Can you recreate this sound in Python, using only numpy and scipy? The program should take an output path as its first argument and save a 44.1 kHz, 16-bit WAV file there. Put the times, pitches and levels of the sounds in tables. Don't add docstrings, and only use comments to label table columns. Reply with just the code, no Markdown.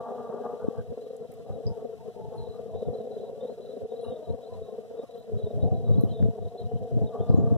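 import sys
import numpy as np
from scipy import signal
from scipy.fft import rfft, irfft, next_fast_len
from scipy.io import wavfile
from scipy.ndimage import uniform_filter1d

SR = 44100
rng = np.random.default_rng(int(sys.argv[2]) if len(sys.argv) > 2 else 0)


def int16_out(signal):
    q = np.round(np.clip(np.atleast_2d(signal).T, -1, 1) * 32767)
    wavfile.write(sys.argv[1], SR, q.astype(np.int16))


N = 333837
T = np.arange(N) / SR
HZ = np.fft.rfftfreq(N, 1 / SR)
STEP = 8

# time in seconds, level in dB.
HUM_LEVEL = [(0, -38), (.3, -40), (1.0, -41), (1.35, -43), (1.75, -41), (2.2, -42), (3.0, -38.5),
             (3.8, -39.5), (4.1, -37), (4.4, -42.5), (5.0, -43), (5.2, -47), (5.35, -37), (6.1, -40.5),
             (6.5, -41), (7.4, -37.5)]
# time in seconds, level in dB.
BUZZ_LEVEL = [(0, -38.5), (.5, -43), (1.1, -51), (1.7, -44.5), (2.0, -47.5), (2.9, -41.5), (3.7, -50.5),
              (4.1, -43), (4.45, -45), (5.3, -48.5), (5.7, -34.5), (5.85, -41), (6.5, -41.5), (7.5, -36.5)]
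BUZZ_HZ, RASP_HZ = 580, 1000
RASP_DB = -77.5
WING_HZ, WING_SPREAD, WING_WANDER = 229.7, .028, .034
AGITATED_HZ = 264.1
# frequency in Hz, gain in dB.
WING_SPECTRUM = [(150, 10.5), (230, -23), (310, -6.5), (400, 1.5), (460, -2), (560, 2.5), (610, 2),
                 (700, -1), (780, -3.5), (900, -27.5), (1030, -32), (1180, -42), (1350, -48.5),
                 (1700, -50.5), (2100, -52.5)]
# frequency in Hz, gain of the side part in dB.
SWARM_WIDTH = [(230, 4), (330, -34), (450, -9.5), (700, -15), (900, -6.5), (1150, -34), (1500, 2.5),
               (2000, -12)]
# frequency in Hz, left minus right in dB.
SWARM_LEAN = [(230, 9.5), (450, 3), (740, 2.5), (1200, -0.5)]
# time in seconds, level against the calm bees in dB.
AGITATED_LEVEL = [(0, -29), (.6, -18.5), (1.0, -23.5), (2.5, -38), (2.9, -16.5), (4.2, -17), (5.2, -22.5),
                  (6.0, -14.5), (6.7, -30), (7.4, -16)]
# time in seconds, level against the calm bees in dB.
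STRAY_LEVEL = [(0, -1.5), (.6, -10), (1.1, -9), (1.5, -4), (2.1, -22.5), (2.8, -6), (3.4, -2), (3.7, -6.5),
               (4.15, -10.5), (4.8, -7), (5.7, -15), (6.5, -11), (7.5, -8)]
# time in seconds, wingbeat in Hz, level against the swarm in dB.
HOVER_PATH = [(5.6, 257.1, -10.5), (5.95, 227.1, -9), (6.2, 220.4, -5), (6.4, 229, -7), (6.72, 237.9, -2),
              (7.03, 223.6, -3), (7.18, 244.4, -15.5), (7.4, 225.1, 1), (7.57, 232, 19.5)]
# centre in seconds, level in dB.
STRONG_THROBS = [(0.202, -28), (0.298, -24.5), (0.345, -25.5), (0.419, -29.5), (0.455, -26), (0.539, -29),
                 (0.649, -25), (0.79, -24.5), (0.926, -28.5), (0.978, -25), (1.11, -27.5), (1.223, -34),
                 (1.504, -29), (1.677, -30), (1.779, -31.5), (1.828, -30.5), (2.071, -31.5), (2.088, -27.5),
                 (2.598, -30), (2.751, -28.5), (2.827, -26), (2.886, -26.5), (2.953, -25.5), (2.987, -29),
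                 (3.072, -28), (3.114, -35), (3.168, -23.5), (3.455, -31), (3.499, -26.5), (3.837, -34),
                 (3.925, -35), (4.036, -26), (4.125, -26), (4.145, -26.5), (4.305, -28.5), (4.62, -29),
                 (4.788, -27.5), (4.996, -28.5), (5.039, -33), (5.323, -27), (5.399, -27.5), (5.472, -23),
                 (5.509, -23), (5.685, -28.5), (6.165, -35.5), (6.624, -30), (6.917, -25.5), (7.02, -28),
                 (7.157, -37), (7.208, -25), (7.341, -34)]
THROB_S, THROB_DB = 0.0068, -4.5
SOFT_THROBS_PER_S, BETWEEN_DB = 24, -4
# centre in seconds, depth in dB.
LULL_DEPTH = [(.96, -13), (1.279, -12), (1.991, -16), (2.136, -25), (3.56, -10), (3.883, -11), (4.252, -13),
              (5.071, -24), (5.229, -6), (5.492, -16.5), (6.505, -13)]
LULL_S = 0.018
# start in seconds, length in seconds, level in dB, wingbeat from Hz, to Hz.
FLIER_PASSES = [(0, .12, -39.5, 229, 234.7), (0.194, 0.083, -44, 238, 230),
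                (0.332, 0.053, -42.5, 234, 236.8), (0.448, 0.087, -41.5, 242, 235.3),
                (0.629, 0.044, -44.5, 240, 226), (0.74, 0.022, -51, 233, 231.4),
                (1.496, 0.017, -57, 254, 248.3), (1.796, 0.018, -54, 226, 223),
                (2.334, 0.029, -54, 219, 220.6), (2.548, 0.035, -54.5, 238, 243.4),
                (4.054, 0.043, -51, 226, 231.5), (4.29, 0.026, -61.5, 232, 226), (4.53, .03, -61, 250, 258),
                (4.974, 0.039, -61.5, 233, 239.5), (5.877, 0.18, -55, 232, 224.2),
                (7.142, 0.48, -48, 244, 221.6)]
PASS_RISE_S, PASS_FADE_S = 0.021, 0.039
FLIER_HZ = 234.9
# frequency in Hz, gain in dB.
FLIER_SPECTRUM = [(150, -10.5), (235, -3), (330, 7.5), (470, 3), (700, 3), (830, 9.5), (930, -6.5),
                  (1030, -6.5), (1190, -0.5), (1350, -16), (1600, -20.5), (2100, -41)]
# start in seconds, length in seconds, level in dB, wingbeat from Hz, to Hz.
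DART_FLIGHTS = [(0, .8, -47.5, 303, 287), (2.7, 0.45, -49, 303, 275.6), (3.1, 0.56, -46, 261.5, 298.8),
                (3.68, .16, -52, 322, 327), (4.0, .36, -46, 346.6, 299.7), (5.301, 0.45, -45.5, 294, 276.5)]
# frequency in Hz, gain in dB.
DART_SPECTRUM = [(280, -17.5), (560, 0.5), (680, 0), (860, -22), (1200, -29.5), (2000, -48)]
# time in seconds, level in dB.
BREEZE_LEVEL = [(0, -67), (2.4, -60.5), (3.6, -65.5), (5.15, -69.5), (6.1, -41), (6.55, -65), (7.2, -53.5),
                (7.5, -37.5)]
# start in seconds, length in seconds, level in dB.
PORT_GUSTS = [(0.636, 0.016, -35), (0.788, 0.032, -32), (.89, 0.017, -35.5), (1.501, 0.059, -34.5),
              (1.659, 0.057, -28), (2.232, 0.052, -38), (2.364, 0.057, -36), (2.459, 0.043, -39),
              (2.744, 0.042, -36.5), (2.874, 0.03, -30), (3.832, 0.013, -38), (4.086, 0.024, -36.5),
              (4.292, 0.045, -29.5), (4.52, 0.14, -41.5), (5.335, 0.032, -26), (5.438, 0.023, -26.5),
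              (5.541, 0.079, -28.5), (5.635, 0.036, -19), (5.721, 0.031, -22), (5.772, 0.11, -31.5),
              (5.896, 0.061, -20), (5.972, 0.031, -19.5), (6.03, 0.04, -25.5), (6.104, 0.016, -30),
              (6.201, 0.042, -18), (6.25, 0.039, -22), (6.383, 0.1, -33.5), (6.617, 0.055, -31),
              (6.741, 0.017, -24), (6.807, 0.025, -32.5), (6.928, 0.056, -23), (7.016, 0.027, -21),
              (7.204, 0.0092, -21.5), (7.297, 0.056, -17.5), (7.38, 0.037, -19.5), (7.424, 0.034, -23.5),
              (7.516, 0.018, -18.5), (7.553, .02, -28)]
GUST_RISE_S, GUST_FADE_S = .008, 0.012
# frequency in Hz, gain in dB.
BUFFET_SPECTRUM = [(20, -15.5), (50, -22), (78, 6), (105, 6.5), (140, 0), (200, -5.5), (300, -17.5),
                   (420, -17), (700, -48), (1200, -72), (2500, -87.5), (8000, -105)]
EDDY_HZ, EDDY_DB, DB_PER_OCTAVE = 128, -24, 96
# frequency in Hz, gain of the mid part in dB.
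COMMON_PUSH = [(30, -15.5), (70, -15.5), (110, -18.5), (200, -5), (330, -4), (600, 11.5)]
SHED_HZ, SHED_SHARE, SHED_WAVER = 107.3, 0.63, .12
# frequency in Hz, density in dB per Hz.
HISS_SPECTRUM = [(20, -104), (150, -87.5), (600, -99), (1200, -105), (2000, -104), (3300, -105),
                 (4500, -108), (5600, -109), (7000, -111), (10000, -113), (13000, -116.5), (15000, -117)]
# frequency in Hz, left-right correlation from 0 to 1.
HISS_LIKENESS = [(100, 0.63), (1200, 0.98), (1750, 0.97), (2300, 1), (2900, 0.88), (3400, 0.52),
                 (4700, 0.82), (5600, 0.36), (15000, 0.19)]
PORT_DELAY_S, IN_STEP_HZ = .00044, 1150
# start in seconds, length in seconds, level in dB, pitch from Hz, to Hz.
CHIRP_BOUTS = [(1.003, 0.073, -71, 3980, 4070), (1.525, 0.027, -68, 3900, 3800),
               (2.382, 0.017, -60, 4150, 4060), (2.429, 0.11, -63.5, 3910, 3910),
               (2.749, 0.063, -63.5, 3730, 3920), (2.821, .02, -66, 3660, 3620),
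               (2.943, 0.028, -64, 3980, 3950), (3.007, .02, -70, 3700, 3680), (3.11, .15, -66, 3930, 3880),
               (3.408, 0.094, -63.5, 3580, 3990), (3.61, .12, -63.5, 3970, 3850),
               (3.896, 0.1, -64.5, 3770, 3930), (4.022, .11, -59.5, 3930, 3710),
               (4.04, 0.051, -65, 2800, 2860), (4.247, .06, -65.5, 3830, 3960),
               (4.422, 0.043, -63.5, 3800, 3860), (4.536, 0.016, -66, 3930, 3960),
               (4.63, 0.052, -65.5, 3690, 3820), (4.98, 0.021, -64, 3810, 3790),
               (5.095, .11, -65.5, 3770, 3950), (5.384, 0.11, -62, 3910, 3830),
               (5.61, 0.02, -60.5, 3730, 3830), (5.735, 0.045, -67, 3900, 3960),
               (5.85, 0.016, -64.5, 3920, 3850), (5.932, 0.086, -62.5, 3800, 3950),
               (6.097, 0.1, -59.5, 3900, 3680), (6.423, 0.058, -68, 3790, 3840),
               (6.565, 0.052, -58.5, 3920, 3900), (6.666, 0.11, -73, 2890, 2990),
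               (7.041, 0.047, -67, 3980, 3680), (7.2, 0.043, -64, 3400, 3520),
               (7.288, 0.068, -67, 4260, 4020)]
CHIRP_RISE_S, CHIRP_FADE_S, FAR_CHIRPS_DB = 0.0066, 0.035, -79.5
# centre in seconds, level in dB, length in seconds, mean pitch in Hz.
BRIEF_WHINES = [(0.062, -50, 0.11, 876), (.5, -53.5, 0.15, 1192), (.44, -64, 0.085, 1620),
                (0.627, -59.5, 0.098, 1410), (0.797, -60, 0.08, 1536), (1.518, -46.5, 0.1, 743),
                (1.721, -53, 0.17, 888), (2.018, -57.5, 0.13, 883), (2.231, -51, 0.22, 880),
                (2.404, -51, 0.27, 890), (2.57, -68, .12, 1210), (2.744, -63, .1, 980),
                (3.285, -59.5, 0.11, 930), (3.493, -58, 0.084, 890), (4.309, -58.5, 0.092, 913),
                (4.537, -55.5, .13, 1006), (4.704, -65, 0.18, 1070), (5.039, -64, 0.088, 1180),
                (5.66, -52, 0.16, 828), (5.73, -43.5, .16, 735), (6.099, -65, 0.095, 3110),
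                (7.06, -54, 0.14, 830), (7.159, -50.5, 0.11, 1142), (7.351, -54, .12, 1063)]
# centre in seconds, level in dB, pulse frequency in Hz.
AIR_SLAPS = [(0.686, -11.5, 230), (1.675, -24, 130), (2.888, -32, 160), (4.303, -21, 170),
             (5.644, -19, 180), (5.727, -23, 188), (5.914, -10.5, 130), (5.932, -20, 140), (5.984, -8, 170),
             (6.038, -7.5, 250), (6.228, -7, 131), (6.289, -14, 160), (6.97, -17, 190), (7.039, -19, 190),
             (7.311, -18, 160), (7.345, -7, 225), (7.388, -5, 202), (7.525, -9.5, 190)]
# start in seconds, peak level in dB, centre in Hz,
# width in octaves, time of the ring to decay by 60 dB in seconds, rise in seconds.
TICK_BURSTS = [(1.165, -50, 8500, 0.45, .025, 0.0015), (1.318, -47.5, 11000, 0.65, .035, .001),
               (1.321, -57.5, 2160, 0.19, 0.056, .002), (1.337, -50, 12000, .8, .035, .002),
               (1.666, -41, 5020, 0.08, 0.14, 0.0005), (2.35, -63, 10200, 0.08, 0.16, 0.016),
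               (4.01, -59, 9750, 0.072, 0.39, 0.0087), (5.178, -60, 13900, .15, 0.12, .005),
               (6.009, -47.5, 11400, 0.18, 0.23, 0.00063), (6.011, -51, 8000, .8, .01, .0003),
               (6.226, -38.5, 850, 0.8, 0.02, 0.00059), (6.227, -55, 3400, .35, .015, .0005),
               (7.29, -60.5, 4920, 0.052, 0.19, 0.0038), (7.365, -61, 6860, .025, 0.17, .003),
               (7.343, -51, 1050, .75, .012, .0005), (7.522, -46, 1000, 0.8, 0.015, .0005)]
SNAP_S = .002
CUT_HZ = 15350


def amp(db):
    return 10 ** (np.asarray(db) / 20)


def unit(x):
    return x / np.sqrt(np.mean(x ** 2) + 1e-20)


def read(points, hz):
    f, value = np.transpose(points)
    return np.interp(np.log(hz + 1), np.log(f + 1), value)


def curve(rows, t, axis=1):
    rows = np.asarray(rows)
    return np.interp(t, rows[:, 0], rows[:, axis])


def colour(x, gain):
    return irfft(rfft(x) * gain, x.shape[-1])


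def add(mix, s, sound):
    part = mix[..., max(round(s * SR), 0):][..., :sound.shape[-1]]
    part += sound[..., :part.shape[-1]]


def drift(t, per_s):
    f = np.fft.rfftfreq(len(t), t[1])
    gain = (f > 0) / (1 + (f / per_s) ** 2) / (1 + (f / 60) ** 4)
    return unit(colour(rng.standard_normal(len(t)), gain))


def loudness(x, size):
    power = uniform_filter1d(uniform_filter1d(x ** 2, size), size)
    return np.sqrt(abs(power) + 1e-14)


def ports(mid, side):
    return np.array([mid + side, mid - side])


def lean(lean_db):
    return amp([[lean_db / 2], [-lean_db / 2]])


def glide(start, length, from_hz, to_hz, t):
    return np.interp(t, [start, start + length], [from_hz, to_hz])


def swell(start, length, rise_s, fade_s, t=T):
    return np.exp(np.minimum(t - start, 0) / rise_s - np.maximum(t - start - length, 0) / fade_s)


def coarse_times():
    return np.arange(next_fast_len(N // STEP + 1)) * STEP / SR


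def full_rate(bees):
    return signal.resample_poly(bees, STEP, 1, axis=-1)[..., :N]


def wingbeat(hz, count=8):
    turn = np.exp(2j * np.pi * np.cumsum(hz) * STEP / SR)
    stack = 0
    for phase in rng.random(count):
        stack = (stack + np.exp(2j * np.pi * phase)) * turn
    return stack.real


def crowd(t, mean_hz, count, wander=WING_WANDER, wander_per_s=1.6, flutter=0.00826, come_and_go_db=3.0):
    mid, side = np.zeros((2, len(t)))
    rank = (np.arange(count) + .5) / count
    for odd in unit(np.log(rank / (1 - rank))):
        hz = mean_hz * (1 + WING_SPREAD * odd + wander * drift(t, wander_per_s) + flutter * drift(t, 26.7))
        bee = unit(wingbeat(hz) * amp(come_and_go_db * drift(t, 14.0)))
        mid += bee
        side += bee * drift(t, 0.47)
    return np.array([unit(mid), unit(side)])


def swarm(hover_db=3.0, hover_waver=0.00414, stray_hz=245, stray_wander=.075, stray_come_and_go_db=3):
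    t = coarse_times()
    calm = crowd(t, WING_HZ, count=16)
    agitated = crowd(t, AGITATED_HZ, count=8) * amp(curve(AGITATED_LEVEL, t))
    strays = crowd(t, stray_hz, count=6, wander=stray_wander, wander_per_s=3,
                   come_and_go_db=stray_come_and_go_db) * amp(curve(STRAY_LEVEL, t))
    bees = calm + agitated + strays
    hover = unit(wingbeat(curve(HOVER_PATH, t) * (1 + hover_waver * drift(t, 13.6))))
    hover_gain = amp(curve(HOVER_PATH, t, axis=2) + hover_db) * (t > HOVER_PATH[0][0])
    bees[0] += hover * hover_gain
    return full_rate(bees) * signal.windows.tukey(N, .003)


def throbs():
    waits = rng.gamma(4, 1 / 4, 250)
    soft, strong = np.zeros((2, N))
    t = np.arange(-SR // 20, SR // 20) / SR
    bead = np.exp(-(t / THROB_S) ** 2)
    for s in np.cumsum(waits) / SOFT_THROBS_PER_S:
        add(soft, s, bead)
    for s, db in STRONG_THROBS:
        add(strong, s + t[0], bead * amp(db + THROB_DB - curve(HUM_LEVEL, s)))
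    return 20 * np.log10(np.hypot(unit(soft + amp(BETWEEN_DB)), strong))


def lulls():
    return sum(db * np.exp(-((T - s) / LULL_S) ** 2) for s, db in LULL_DEPTH)


def colony(hum_db=-0.5, buzz_db=-6.0, hum_flutter_db=1, buzz_flutter_db=3.0, rasp_flutter_db=3,
           fits_per_s=60, surge_db=1.92, surges_per_s=12, buzz_follow=0.38, rasp_follow=1.0):
    mid, side = colour(swarm(), amp(read(WING_SPECTRUM, HZ)))
    lean_share = np.tanh(read(SWARM_LEAN, HZ) * np.log(10) / 40)
    side = colour(side, amp(read(SWARM_WIDTH, HZ))) + colour(mid, lean_share)
    below_buzz, below_rasp = (1 / (1 + (HZ / edge) ** 24) for edge in (BUZZ_HZ, RASP_HZ))
    effort = drift(T, fits_per_s)
    surge = throbs() + surge_db * drift(T, surges_per_s) + lulls()
    hum = curve(HUM_LEVEL, T) + hum_db + surge + hum_flutter_db * effort
    buzz = curve(BUZZ_LEVEL, T) + buzz_db + buzz_follow * surge + buzz_flutter_db * effort
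    rasp = RASP_DB + rasp_follow * surge + rasp_flutter_db * effort
    out = 0
    for band, db in [(below_buzz, hum), (below_rasp - below_buzz, buzz), (1 - below_rasp, rasp)]:
        pair = colour(ports(mid, side), band)
        out = out + pair * amp(db) / loudness(pair.mean(0), size=720)
    return out


def fliers(level_db=-1, company_db=-1.5, waver=.011, flutter_db=2.5, flutter_per_s=40,
           wide_db=-14, wide_below_hz=300, lean_db=2):
    t = coarse_times()
    lead, near = np.zeros((2, len(t)))
    for s, length, db, from_hz, to_hz in FLIER_PASSES:
        gain = amp(db) * swell(s, length, PASS_RISE_S, PASS_FADE_S, t)
        hz = glide(s, length, from_hz, to_hz, t) * (1 + waver * drift(t, 14.63))
        lead += gain * unit(wingbeat(hz))
        near += gain
    company = crowd(t, FLIER_HZ, count=9, wander=.06, wander_per_s=5, flutter=0.01633)
    bees = company * near * amp(company_db)
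    bees[0] += lead
    mid, side = colour(full_rate(bees), amp(read(FLIER_SPECTRUM, HZ)))
    low = 1 / (1 + (HZ / wide_below_hz) ** 8)
    pair = ports(mid, colour(side, amp(wide_db) + low))
    return pair * amp(level_db + flutter_db * drift(T, flutter_per_s)) * lean(lean_db)


def darts(level_db=-1, waver=0.01622, wavers_per_s=12, flutter_db=3.5, lean_db=2.5):
    t = coarse_times()
    bees = np.zeros(len(t))
    for s, length, db, from_hz, to_hz in DART_FLIGHTS:
        arch = np.sin(np.pi * np.clip((t - s) / length, 0, 1))
        hz = glide(s, length, from_hz, to_hz, t) * (1 + waver * drift(t, wavers_per_s))
        bees += wingbeat(hz) * arch * amp(db + level_db + flutter_db * drift(t, 25))
    return colour(full_rate(bees), amp(read(DART_SPECTRUM, HZ))) * lean(lean_db)


def flecks(count=24, low_hz=900, high_hz=1450, length=0.046, per_s=26, level_db=-73, bend=0.039):
    u = np.linspace(-1, 1, int(length * SR))
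    out = np.zeros(N)
    for hz, slide in zip(np.geomspace(low_hz, high_hz, count), rng.standard_normal(count)):
        phase = 2 * np.pi * np.cumsum(hz * (1 + bend * slide * u)) / SR
        note = np.hanning(len(u)) * np.sin(phase) / hz ** 2
        onsets = 1.0 * (rng.random(N) < per_s / count / SR)
        out += signal.oaconvolve(onsets, note, "same")
    return np.array([unit(out), unit(out)]) * amp(level_db)


def turbulence(size, centre_hz, bass_cut_hz=72, lean_db=0.83):
    hz = np.fft.rfftfreq(size, 1 / SR)
    bass_cut = amp(-19.5) + hz ** 4 / (hz ** 4 + bass_cut_hz ** 4)
    spectrum = amp(read(BUFFET_SPECTRUM, hz * EDDY_HZ / centre_hz))
    mid, side = colour(rng.standard_normal((2, size)), bass_cut * spectrum)
    return ports(colour(mid, amp(read(COMMON_PUSH, hz))), side) * lean(lean_db)


def shedding(size, rate_hz, overtone_db=-14, common_db=-19):
    hz = rate_hz * (1 + SHED_WAVER * drift(T[:size], 40))
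    turn = 2 * np.pi * (np.cumsum(hz) / SR + rng.random())
    tone = unit(np.sin(turn) + amp(overtone_db) * np.sin(2 * turn))
    return ports(tone * amp(common_db), tone)


def wind(breeze_db=11.0, lumpy_db=4, eddies_db=2.5, eddies_per_s=30):
    breeze_level = curve(BREEZE_LEVEL, T) + breeze_db + lumpy_db * drift(T, 21)
    out = unit(turbulence(N, EDDY_HZ * 1.18)) * amp(breeze_level)
    eddies = amp(eddies_db * drift(T, eddies_per_s))
    for s, length, db in PORT_GUSTS:
        span = (T > s - 5 * GUST_RISE_S) & (T < s + length + 5 * GUST_FADE_S)
        shape = swell(s, length, GUST_RISE_S, GUST_FADE_S, T[span])
        speed = 2 ** ((db - EDDY_DB) / DB_PER_OCTAVE)
        rough = unit(turbulence(size=16384, centre_hz=EDDY_HZ * speed))
        regular = shedding(size=16384, rate_hz=SHED_HZ * speed)
        air = np.sqrt(1 - SHED_SHARE) * rough + np.sqrt(SHED_SHARE) * regular
        gust = unit(air[:, :len(shape)] * eddies[span] * shape)
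        out[:, span] += gust * np.sqrt(np.mean(shape ** 2)) * amp(db)
    return out


def from_left(pair):
    lag = np.exp(-2j * np.pi * np.maximum(HZ - IN_STEP_HZ, 0) * PORT_DELAY_S)
    return np.array([pair[0], colour(pair[1], lag)])


def hiss(patchy_db=1.0):
    shared, private = rng.standard_normal((2, N)) * np.sqrt(SR / 2)
    same = read(HISS_LIKENESS, HZ)
    right = colour(shared, same) + colour(private, np.sqrt(1 - same ** 2))
    pair = colour(np.array([shared, right]), amp(read(HISS_SPECTRUM, HZ)))
    return from_left(pair) * amp(patchy_db * drift(T, per_s=30))


def chirps(count=30, pitch_hz=3890, spread_hz=80, glide_hz=70, length=.034, per_s=420,
           low_share=0.3, low_hz=480, low_db=-12, level_db=-1):
    u = np.linspace(-1, 1, int(length * SR))
    notes = np.zeros(N, complex)
    for k, (offset, bend, fall) in enumerate(rng.standard_normal((count, 3))):
        low = k < low_share * count
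        off_hz = spread_hz * offset + glide_hz * bend * u - low * low_hz * (1 + 0.45 * fall)
        note = np.hanning(len(u)) * np.exp(2j * np.pi * np.cumsum(off_hz) / SR) * amp(low * low_db)
        onsets = (rng.random(N) < per_s / count / SR) * rng.standard_normal(N)
        notes += signal.oaconvolve(onsets, note, "same")
    notes /= loudness(notes.real, size=1600) + 0.032 * notes.real.std()
    out = (notes * np.exp(2j * np.pi * pitch_hz * T)).real * amp(FAR_CHIRPS_DB)
    for s, hold, db, from_hz, to_hz in CHIRP_BOUTS:
        span = (T > s - 5 * CHIRP_RISE_S) & (T < s + hold + 5 * CHIRP_FADE_S)
        turn = np.exp(2j * np.pi * np.cumsum(glide(s, hold, from_hz, to_hz, T[span])) / SR)
        shape = swell(s, hold, CHIRP_RISE_S, CHIRP_FADE_S, T[span])
        out[span] += (notes[span] * turn).real * shape * amp(db + level_db)
    return from_left([out, out])


def whines(count=4, waver=0.0267, wavers_per_s=22):
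    out = np.zeros(N)
    for s, db, length, hz in BRIEF_WHINES:
        window = np.hanning(int(length * SR))
        pitches = [hz * (1 + waver * drift(T[:32768], wavers_per_s)[:len(window)]) for _ in range(count)]
        turns = np.cumsum(pitches, 1) / SR + rng.random((count, 1))
        tone = np.sin(2 * np.pi * turns).sum(0)
        add(out, s - len(window) / SR / 2, unit(tone) * window * amp(db))
    return np.array([out, out])


def slaps(level_db=-0.5, common_db=-13, bass_cut_hz=85):
    out, t = np.zeros(N), np.arange(-SR // 50, SR // 50) / SR
    for s, db, hz in AIR_SLAPS:
        u = (np.pi * hz * t) ** 2
        dip = (2 * u - 1) * np.exp(-u)
        add(out, s + t[0], dip * amp(db + level_db))
    out = colour(out, HZ ** 4 / (HZ ** 4 + bass_cut_hz ** 4))
    return ports(out * amp(common_db), out)


def ticks(level_db=1, snap_db=7):
    out, t = np.zeros((2, N)), np.arange(SR // 4) / SR
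    f = np.fft.rfftfreq(len(t), 1 / SR) + 1
    for s, db, hz, octaves, t60, rise in TICK_BURSTS:
        noise = colour(rng.standard_normal((2, len(t))), 1 / (1 + (np.log2(f / hz) / octaves) ** 4))
        ring = np.exp(-np.log(1000) * t / t60)
        snap = amp(snap_db) * np.exp(-t / SNAP_S)
        burst = noise * (1 - np.exp(-t / rise)) * (ring + snap)
        add(out, s, burst / abs(burst).max() * amp(db + level_db))
    return out


def scene():
    bees = colony() + fliers() + darts() + flecks() + whines()
    return bees + wind() + slaps() + hiss() + chirps() + ticks()


def record(dry):
    lowpass = signal.firwin(511, CUT_HZ, window=("kaiser", 9), fs=SR)
    faded = dry * signal.windows.tukey(N, .002)
    return signal.oaconvolve(faded, lowpass[None], "same")


dry = scene()
out = record(dry)
int16_out(out)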